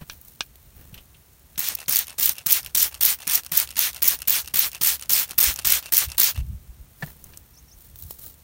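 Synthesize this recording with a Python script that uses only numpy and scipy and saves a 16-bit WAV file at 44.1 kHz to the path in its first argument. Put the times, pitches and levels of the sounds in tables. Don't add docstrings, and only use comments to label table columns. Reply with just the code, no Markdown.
import sys
import numpy as np
from scipy import signal
from scipy.fft import rfft, irfft, next_fast_len
from scipy.io import wavfile
from scipy.ndimage import uniform_filter1d, minimum_filter1d, map_coordinates

SR = 44100
rng = np.random.default_rng(int(sys.argv[2]) if len(sys.argv) > 2 else 0)


def transcribe(u):
    v = np.clip(np.atleast_2d(u).T, -1, 1)
    q = np.round(v * 32767).astype(np.int16)
    wavfile.write(sys.argv[1], SR, q)


N = 371763
T = np.arange(N) / SR

# start_s, end_s, air_s (until the last air is out), opening_db (hiss as the valve opens),
# full_db (hiss at full pressure), splash_db (base level of the splash)
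SQUEEZES = [(1.576, 1.751, .036, -28, -29, -29), (1.88, 2.041, 0.11, -22, -22.5, -27.5),
            (2.181, 2.329, 0.12, -23, -18, -29), (2.459, 2.607, .073, -34, -18, -26.5),
            (2.747, 2.888, 0.089, -18.5, -18.5, -27), (3.007, 3.151, .057, -22, -17.5, -26),
            (3.269, 3.403, 0.093, -26, -20, -25.5), (3.516, 3.652, .09, -26, -22, -26),
            (3.766, 3.908, .033, -24, -20.5, -25), (4.019, 4.162, .068, -23.5, -20.5, -25),
            (4.273, 4.421, 0.036, -24.5, -19.5, -25.5), (4.538, 4.687, .061, -19.5, -19.5, -25.5),
            (4.81, 4.963, .066, -20, -18, -25.5), (5.094, 5.25, .046, -19, -17, -24.5),
            (5.378, 5.532, 0.066, -17.5, -17, -22.5), (5.646, 5.797, .084, -18, -17.5, -22),
            (5.92, 6.061, .077, -20, -18.5, -24.5), (6.179, 6.319, 0.07, -16.5, -16.5, -23.5)]
# freq_hz, density_db (per Hz)
NOZZLE_COLOUR = [(1500, -25), (3000, -11), (5400, -5.5), (9200, -6), (12500, -3), (15300, 2.5),
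                 (16500, -7.5)]
# freq_hz, density_db (per Hz)
CLOTH_COLOUR = [(470, -21), (800, -19.5), (2450, -26.5), (4090, -14.5), (4810, -16), (12200, -8),
                (15700, -1.5)]
# freq_hz, width_hz, level_db
PUMP_MODES = [(162, 52, -5), (1360, 300, -5), (2790, 330, 3), (5140, 1500, 0), (9430, 740, 2.5)]


def amp(db):
    return 10 ** (np.asarray(db) / 20)


def unit(x):
    return x / np.sqrt(np.mean(x ** 2) + 1e-20)


def even(x):
    power = np.abs(uniform_filter1d(x ** 2, size=130))
    return x / np.sqrt(power + 1e-3)


def filtered(x, response):
    m = next_fast_len(len(x) + 8192)
    spectrum = rfft(x, m) * response(np.fft.rfftfreq(m, 1 / SR))
    return irfft(spectrum, m)[:len(x)]


def ringing(modes):
    def response(f):
        total = 0
        for k, (centre, width, db) in enumerate(modes):
            damping = 1j * f * width
            total = total + (-1) ** k * amp(db) * damping / (centre * centre - f * f + damping)
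        return total
    return response


def rung_noise(modes):
    return unit(filtered(rng.standard_normal(N), ringing(modes)))


def wobble(rate_hz):
    knots = rng.standard_normal(int(N * rate_hz / SR) + 4)
    return map_coordinates(knots, [T * rate_hz])


def noise(colour, patchy_db=0., size=4):
    z = signal.stft(rng.standard_normal(N), nperseg=128)[2]
    field = uniform_filter1d(rng.standard_normal(z.shape), size=4, axis=0)
    field = uniform_filter1d(field, size=size, axis=1)
    patchy = signal.istft(z * amp(patchy_db * unit(field)), nperseg=128)[1][:N]
    f, db = np.transpose(colour)
    return unit(filtered(patchy, lambda hz: amp(np.interp(np.log(hz + 1), np.log(f), db))))


def decays(rows, t60_s):
    env, t = np.zeros(N + SR), T[:SR // 8]
    for (s, db), life in zip(rows, np.broadcast_to(t60_s, len(rows))):
        env[round(s * SR):][:len(t)] += amp(db - 60 * t / life)
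    return env[:N]


def swells(rows, power=2):
    env = np.zeros(N)
    for s, db, half in rows:
        near = slice(max(0, int((s - 4 * half) * SR)), int((s + 4 * half) * SR))
        env[near] += amp(db) * np.exp(-np.abs((T[near] - s) / half) ** power)
    return env


def stroke(levels_db):
    stages = [.1, .3, .55, .8]
    start, end = np.array(SQUEEZES)[:, :2].T[:, :, None]
    times = start + (end - start) * np.r_[0, .018, stages, 1, 1.08, 1.2]
    first, last = levels_db[:, :1], levels_db[:, -1:]
    silent = 0 * first
    gains = np.c_[silent, amp(np.c_[first, levels_db, last - 12, last - 24]), silent]
    return np.interp(T, times.ravel(), gains.ravel())


def air():
    # freq_hz, density_db (per Hz)
    air_colour = [(120, -45), (200, -5.5), (500, -11.5), (1150, -15), (5000, -19.5), (8300, -17),
                  (15700, -19.5)]
    return amp(-58.5) * noise(air_colour)


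def wind():
    # start_s (12 ms ahead of the centre), level_db, pitch_hz (at the centre)
    gusts = [(0.921, -39.5, 148), (2.661, -42.5, 63.3), (4.199, -45, 49), (4.442, -45, 57),
             (5.476, -29.5, 53.8), (5.657, -36.5, 48.4), (6.07, -29.5, 70.6), (6.149, -40, 56),
             (6.376, -20.5, 80.5), (6.406, -20.5, 59.2), (6.447, -37, 61.9), (6.5, -27, 97),
             (6.54, -28, 77), (6.569, -43, 45.8), (6.688, -34.5, 56), (6.8, -34, 59.2), (7.762, -44, 43.1),
             (7.929, -44, 70.4), (8.047, -33, 84)]
    # freq_hz, density_db (per Hz)
    rumble_colour = [(15, -40), (35, -11), (65, 2.5), (103, -8.5), (140, -8), (220, -21), (600, -63)]
    stirred = swells([(s + 0.01, db - 14, 0.041) for s, db, hz in gusts])
    lumpy = unit(amp(1.9 * wobble(22)) * noise(rumble_colour))
    bumps = np.zeros(N)
    for s, db, hz in gusts:
        near = slice(int((s - .1) * SR), int((s + .12) * SR))
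        cycles = hz * (T[near] - s - .012)
        swing = np.sin(2 * np.pi * (cycles - 0.23 * cycles ** 2))
        bumps[near] += amp(db) * np.exp(-(cycles / 0.79) ** 2) * swing
    return (amp(-54.5) + stirred) * lumpy + bumps


def rustle():
    # centre_s, half_s, cloth_db, skin_db
    rustles = [(0.024, 0.013, -50, -38), (0.124, 0.041, -43.5, -51), (.29, 0.055, -48, -70),
               (.43, .03, -49.5, -68), (0.817, 0.06, -54, -50), (0.957, 0.05, -57, -49),
               (7.064, 0.067, -44.5, -46.5), (7.304, 0.11, -54, -53.5), (7.83, 0.064, -50.5, -82),
               (8.026, 0.039, -39, -66), (8.124, 0.038, -41.5, -77), (8.251, 0.057, -36, -50.5)]
    # freq_hz, density_db (per Hz)
    skin_colour = [(100, 16), (300, 3), (1000, -4.5), (3000, -9), (6000, -20), (12000, -42)]
    cloth_env = amp(-55.0) + swells([(s, cloth_db, half) for s, half, cloth_db, _ in rustles])
    skin_env = swells([(s, skin_db, half) for s, half, _, skin_db in rustles])
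    grain = unit(amp(3.4 * wobble(250)))
    return grain * (cloth_env * noise(CLOTH_COLOUR, patchy_db=1) + skin_env * noise(skin_colour, patchy_db=1.0))


def knocks():
    # start_s, swing_db and rattle_db (both before their contact shapes)
    hits = [(0.01, -21.5, -53), (7.023, -10.5, -24), (7.074, -36, -45)]
    # freq_hz, width_hz, level_db
    shell_modes = [(653, 260, -8.5), (1763, 75, 2.5), (3080, 2200, -20)]
    swing_hz, swing_t60_s, swing_rise_s = 150, 0.067, .011
    rattle = even(rung_noise(shell_modes))
    out = np.zeros(N)
    for s, db, rattle_db in hits:
        t = np.clip(T - s, 0, None)
        out += amp(rattle_db) * (t / 0.006) * np.exp(1 - t / 0.0043) * rattle
        rise = 1 - np.exp(-(t / swing_rise_s) ** 4)
        out += amp(db - 60 * t / swing_t60_s) * np.sin(2 * np.pi * swing_hz * (t - .003)) * rise
    return out


def snaps():
    # start_s, blow_db, t60_s (of the tail)
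    hits = [(0.0982, -28, 0.088), (.4072, -14.5, 0.057), (1.558, -41, 0.043), (7.335, -43.5, 0.1)]
    # freq_hz, width_hz, level_db
    wall_modes = [(600, 4000, -19), (1647, 97, 3.5), (2400, 110, 7), (3240, 1000, 1.5), (5800, 1000, -4),
                  (8550, 1100, -15)]
    s, db, t60_s = np.transpose(hits)
    blows = decays(np.c_[s, db], 0.14 * t60_s) + decays(np.c_[s, db - 9], t60_s)
    return blows * even(rung_noise(wall_modes))


def fidgets():
    # start_s, level_db (of the tail)
    ticks = [(0.214, -37.5), (0.2867, -48), (0.557, -38), (0.9443, -33), (7.0628, -33), (7.2412, -31),
             (7.3736, -30.5), (7.9582, -32), (7.9892, -39), (8.0247, -32), (8.1081, -24), (8.2222, -33),
             (8.2628, -32), (8.3419, -40)]
    env = 1.27 * decays(ticks, 0.0028) + decays(ticks, 0.027)
    return env * even(noise(CLOTH_COLOUR, patchy_db=6.5))


def squeaks():
    # start_s, level_db
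    hinge = [(.942, -44), (.977, -43), (1.145, -52.5), (6.36, -42.5)]
    return decays(hinge, 0.092) * rung_noise([(2930, 630, 0)])


def jet_flutter():
    start, air_s = np.array(SQUEEZES)[:, [0, 2]].T
    gulp_s, gulp_scatter_s, gulp_half_s, share_lost = 0.018, 0.0033, 0.0027, 0.57
    airy = np.searchsorted(np.c_[start, start + air_s].ravel(), T) % 2
    flutter = amp(airy * (2.43 * wobble(200) + 2.5 * wobble(600)) + 1.5 * wobble(500))
    flutter /= np.sqrt(np.abs(uniform_filter1d(flutter ** 2, size=900)))
    gulps = start + gulp_s + gulp_scatter_s * rng.standard_normal(len(start))
    gulping = swells([(s, 0, gulp_half_s) for s in gulps])
    return flutter * np.clip(1 - share_lost * gulping, 0, 1)


def jet(flutter):
    # centre_s, level_db, half_width_ms
    loud_spits = [(1.594, -15.5, 2.2), (1.688, -12, 1), (1.753, -19, 2.7), (1.896, -12, 2.2),
                  (1.926, -13, 1.6), (1.96, -8, 1.2), (1.969, -10, 1.1), (1.991, -12, 2.6),
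                  (2.259, -3, 1.6), (2.294, -9, 0.88), (2.473, -21, 5), (2.514, -12, 1.3),
                  (2.526, -6.5, 6.3), (2.774, -12, 3.1), (2.829, -6, 2.5), (3.022, -20, 2),
                  (3.053, -1, 1.1), (3.06, -9, 1.1), (3.278, -19, 1.6), (3.335, -13, 1.2), (3.356, -7, 3),
                  (3.576, -7, 4.4), (3.601, -11, 1.2), (3.793, -16, 2), (4.033, -9, 1.7), (4.083, 2, 3.7),
                  (4.283, -11.5, 2.1), (4.297, -15, 1.4), (4.594, -4, 3), (4.873, -8, 1.6), (5.135, -5, 2),
                  (5.387, -10.5, 4.3), (5.404, -15, 3), (5.412, -3, 1), (5.441, -6, 0.68),
                  (5.541, -22.5, 1.1), (5.725, -9, 2.7), (5.938, -9, 1.7), (5.97, -8, 1.5), (5.98, -7, 2),
                  (6.201, -3, 2.3), (6.244, -7, 1.5)]
    # freq_hz, density_db (per Hz)
    spit_colour = [(2500, -26.5), (6000, -10), (9500, -10.5), (12500, -5.5), (15700, 4.5), (16100, -8)]
    sag_db = [-1.5, -5.5]
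    start, _, air_s, opening_db, full_db, _ = np.transpose(SQUEEZES)
    small_db, small_scatter_db, small_half_ms = -13.5, 3, 0.71
    shape = (len(SQUEEZES), 4)
    pocket_s = start[:, None] + air_s[:, None] * rng.random(shape)
    pocket_db = small_db + small_scatter_db * rng.standard_normal(shape)
    pocket_db += (full_db - full_db.mean())[:, None]
    small_spits = [(s, db, small_half_ms) for s, db in zip(pocket_s.ravel(), pocket_db.ravel())]
    spit_env = swells([(s, db, ms / 1000) for s, db, ms in loud_spits + small_spits], power=3)
    pressure = stroke(np.c_[opening_db, full_db, full_db[:, None] + sag_db])
    hiss = pressure * flutter * noise(NOZZLE_COLOUR, patchy_db=3.0, size=20)
    return hiss + spit_env * even(noise(spit_colour, patchy_db=2.5))


def splash(flutter):
    # freq_hz, density_db (per Hz)
    splash_colour = [(200, -17), (500, -15.5), (1000, -9), (2000, -3.5), (4400, -3.5), (10000, -6),
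                     (16000, -12.5)]
    splash_db = np.array(SQUEEZES)[:, 5:]
    wetting = stroke(splash_db + [-5.0, -4.0, 1.3, -5.0])
    pooling = stroke(splash_db + [-2, -3.5, -6.5, -1.0])
    drops = noise(splash_colour, patchy_db=1.5, size=30)
    dull = filtered(drops, lambda hz: 1 / (1 + (hz / 1800) ** 4))
    return np.sqrt(flutter) * (wetting * (drops - dull) + pooling * dull)


def trigger_thuds():
    pulls = decays([(row[0], -11.5) for row in SQUEEZES], 0.14) * rng.standard_normal(N)
    return filtered(pulls, ringing(PUMP_MODES[:1]))


def valve_ticks(returns):
    # after_s (from the valve click), crack_db (against the click),
    # ring_db (against the crack)
    tick_order = [(-.03, -3.5, -11), (-.0155, -4, -9.5), (0, 0.5, -3.5), (.0063, -5.5, -2.5),
                  (.032, -17, -4.5)]
    # start_s, crack_db, ring_db (against the crack)
    strays = [(1.86, -39, -20), (3.263, -39, -8), (3.749, -43, -10), (3.758, -44, 16), (5.365, -59, -13),
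              (6.17, -36, -12)]
    scatter_s, scatter_db = 0.00091, 2.5
    ticks = [(s + after, db + less, ring) for s, db, _ in returns for after, less, ring in tick_order]
    ticks += [(row[0] + .003, row[3] + 1.5, -6) for row in SQUEEZES]
    s, db, ring_db = np.transpose(ticks + strays)
    late, loud = rng.standard_normal((len(s), 2)).T
    s, db = s + scatter_s * late, db + scatter_db * loud
    crack = decays(np.c_[s, db], 0.0089) * even(noise(NOZZLE_COLOUR, patchy_db=7.5))
    shake = decays(np.c_[s, db + ring_db], 0.019) * rung_noise(PUMP_MODES)
    return crack + shake


def suction(returns):
    # freq_hz, density_db (per Hz)
    suction_colour = [(300, -19), (600, -4), (2700, -6.5), (6000, -8), (15800, -9)]
    drawing = 0
    for s, _, db in returns:
        half_s = np.where(T < s, .03, .04)
        drawing = drawing + amp(db) * np.exp(-((T - s) / half_s) ** 2)
    venting = swells([(s + .004, db - 10 + 3 * rng.standard_normal(), .036) for s, _, db in returns], power=5.8)
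    pops = (rng.random(N) < 300 / SR) * amp(3 * rng.standard_normal(N))
    popping = signal.fftconvolve(pops, amp(-60 * T[:SR // 20] / 0.0094))[:N]
    gurgle = unit((.25 + popping) * noise(suction_colour, patchy_db=1.5))
    whistle = rung_noise([(2700, 140, 0)])
    return drawing * gurgle + venting * unit(1.5 + popping) * whistle


def pump():
    # click_s, click_db (reference for its ticks), suction_db
    returns = [(1.804, -32, -41), (2.098, -26, -42), (2.383, -27.5, -42.5), (2.662, -24.5, -45),
               (2.944, -28, -44.5), (3.22, -28, -42), (3.463, -28, -47), (3.706, -27, -45.5),
               (3.961, -25, -42), (4.22, -25, -45), (4.475, -24, -46), (4.747, -25.5, -42.5),
               (5.026, -23.5, -44), (5.31, -27, -39.5), (5.59, -22, -38), (5.858, -27.5, -40.5),
               (6.116, -27, -43), (6.377, -35, -44)]
    return trigger_thuds() + valve_ticks(returns) + suction(returns)


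def bird():
    # after_s (from its start), pitch_hz, level_db (before the distance mix)
    chirp = [(0, 5500, -72), (0.013, 5600, -50), (0.021, 6200, -54), (.028, 4450, -70), (.038, 5100, -49),
             (.056, 6400, -48.5), (.07, 6670, -62)]
    chirp_starts = [7.531, 7.674]
    after, hz, db = np.transpose(chirp)
    song = np.zeros(N)
    for s in chirp_starts:
        phase = 2 * np.pi * np.cumsum(np.interp(T - s, after, hz)) / SR
        song += amp(np.interp(T - s, after, db, left=-140, right=-140)) * np.sin(phase)
    echoes = rng.standard_normal(SR // 4) * amp(-60 * T[:SR // 4] / 0.11)
    smeared = signal.fftconvolve(song, echoes / np.linalg.norm(echoes))[:N]
    return amp(-3.0) * song + amp(-6) * smeared


def scene():
    surroundings = air() + wind() + bird()
    hands = rustle() + knocks() + snaps() + fidgets() + squeaks()
    flutter = jet_flutter()
    spray = jet(flutter) + splash(flutter)
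    return (surroundings + hands + spray + pump())[None]


def record(dry):
    # freq_hz, width_hz, level_db
    mic_dips = [(4885, 170, -3.5), (7670, 480, -3), (10500, 410, -5)]
    ceiling, top_hz, edge_hz = .95, 15880, 200
    coloured = filtered(dry[0], lambda hz: amp(sum(db * np.exp(-((hz - c) / w) ** 2) for c, w, db in mic_dips)))
    needed = np.minimum(1, ceiling / (np.abs(coloured) + 1e-9))
    limited = coloured * uniform_filter1d(minimum_filter1d(needed, size=88), size=44)
    return filtered(limited, lambda hz: np.clip((top_hz - hz) / edge_hz + .5, 0, 1) ** 2)[None]


dry = scene()
out = record(dry)
transcribe(out)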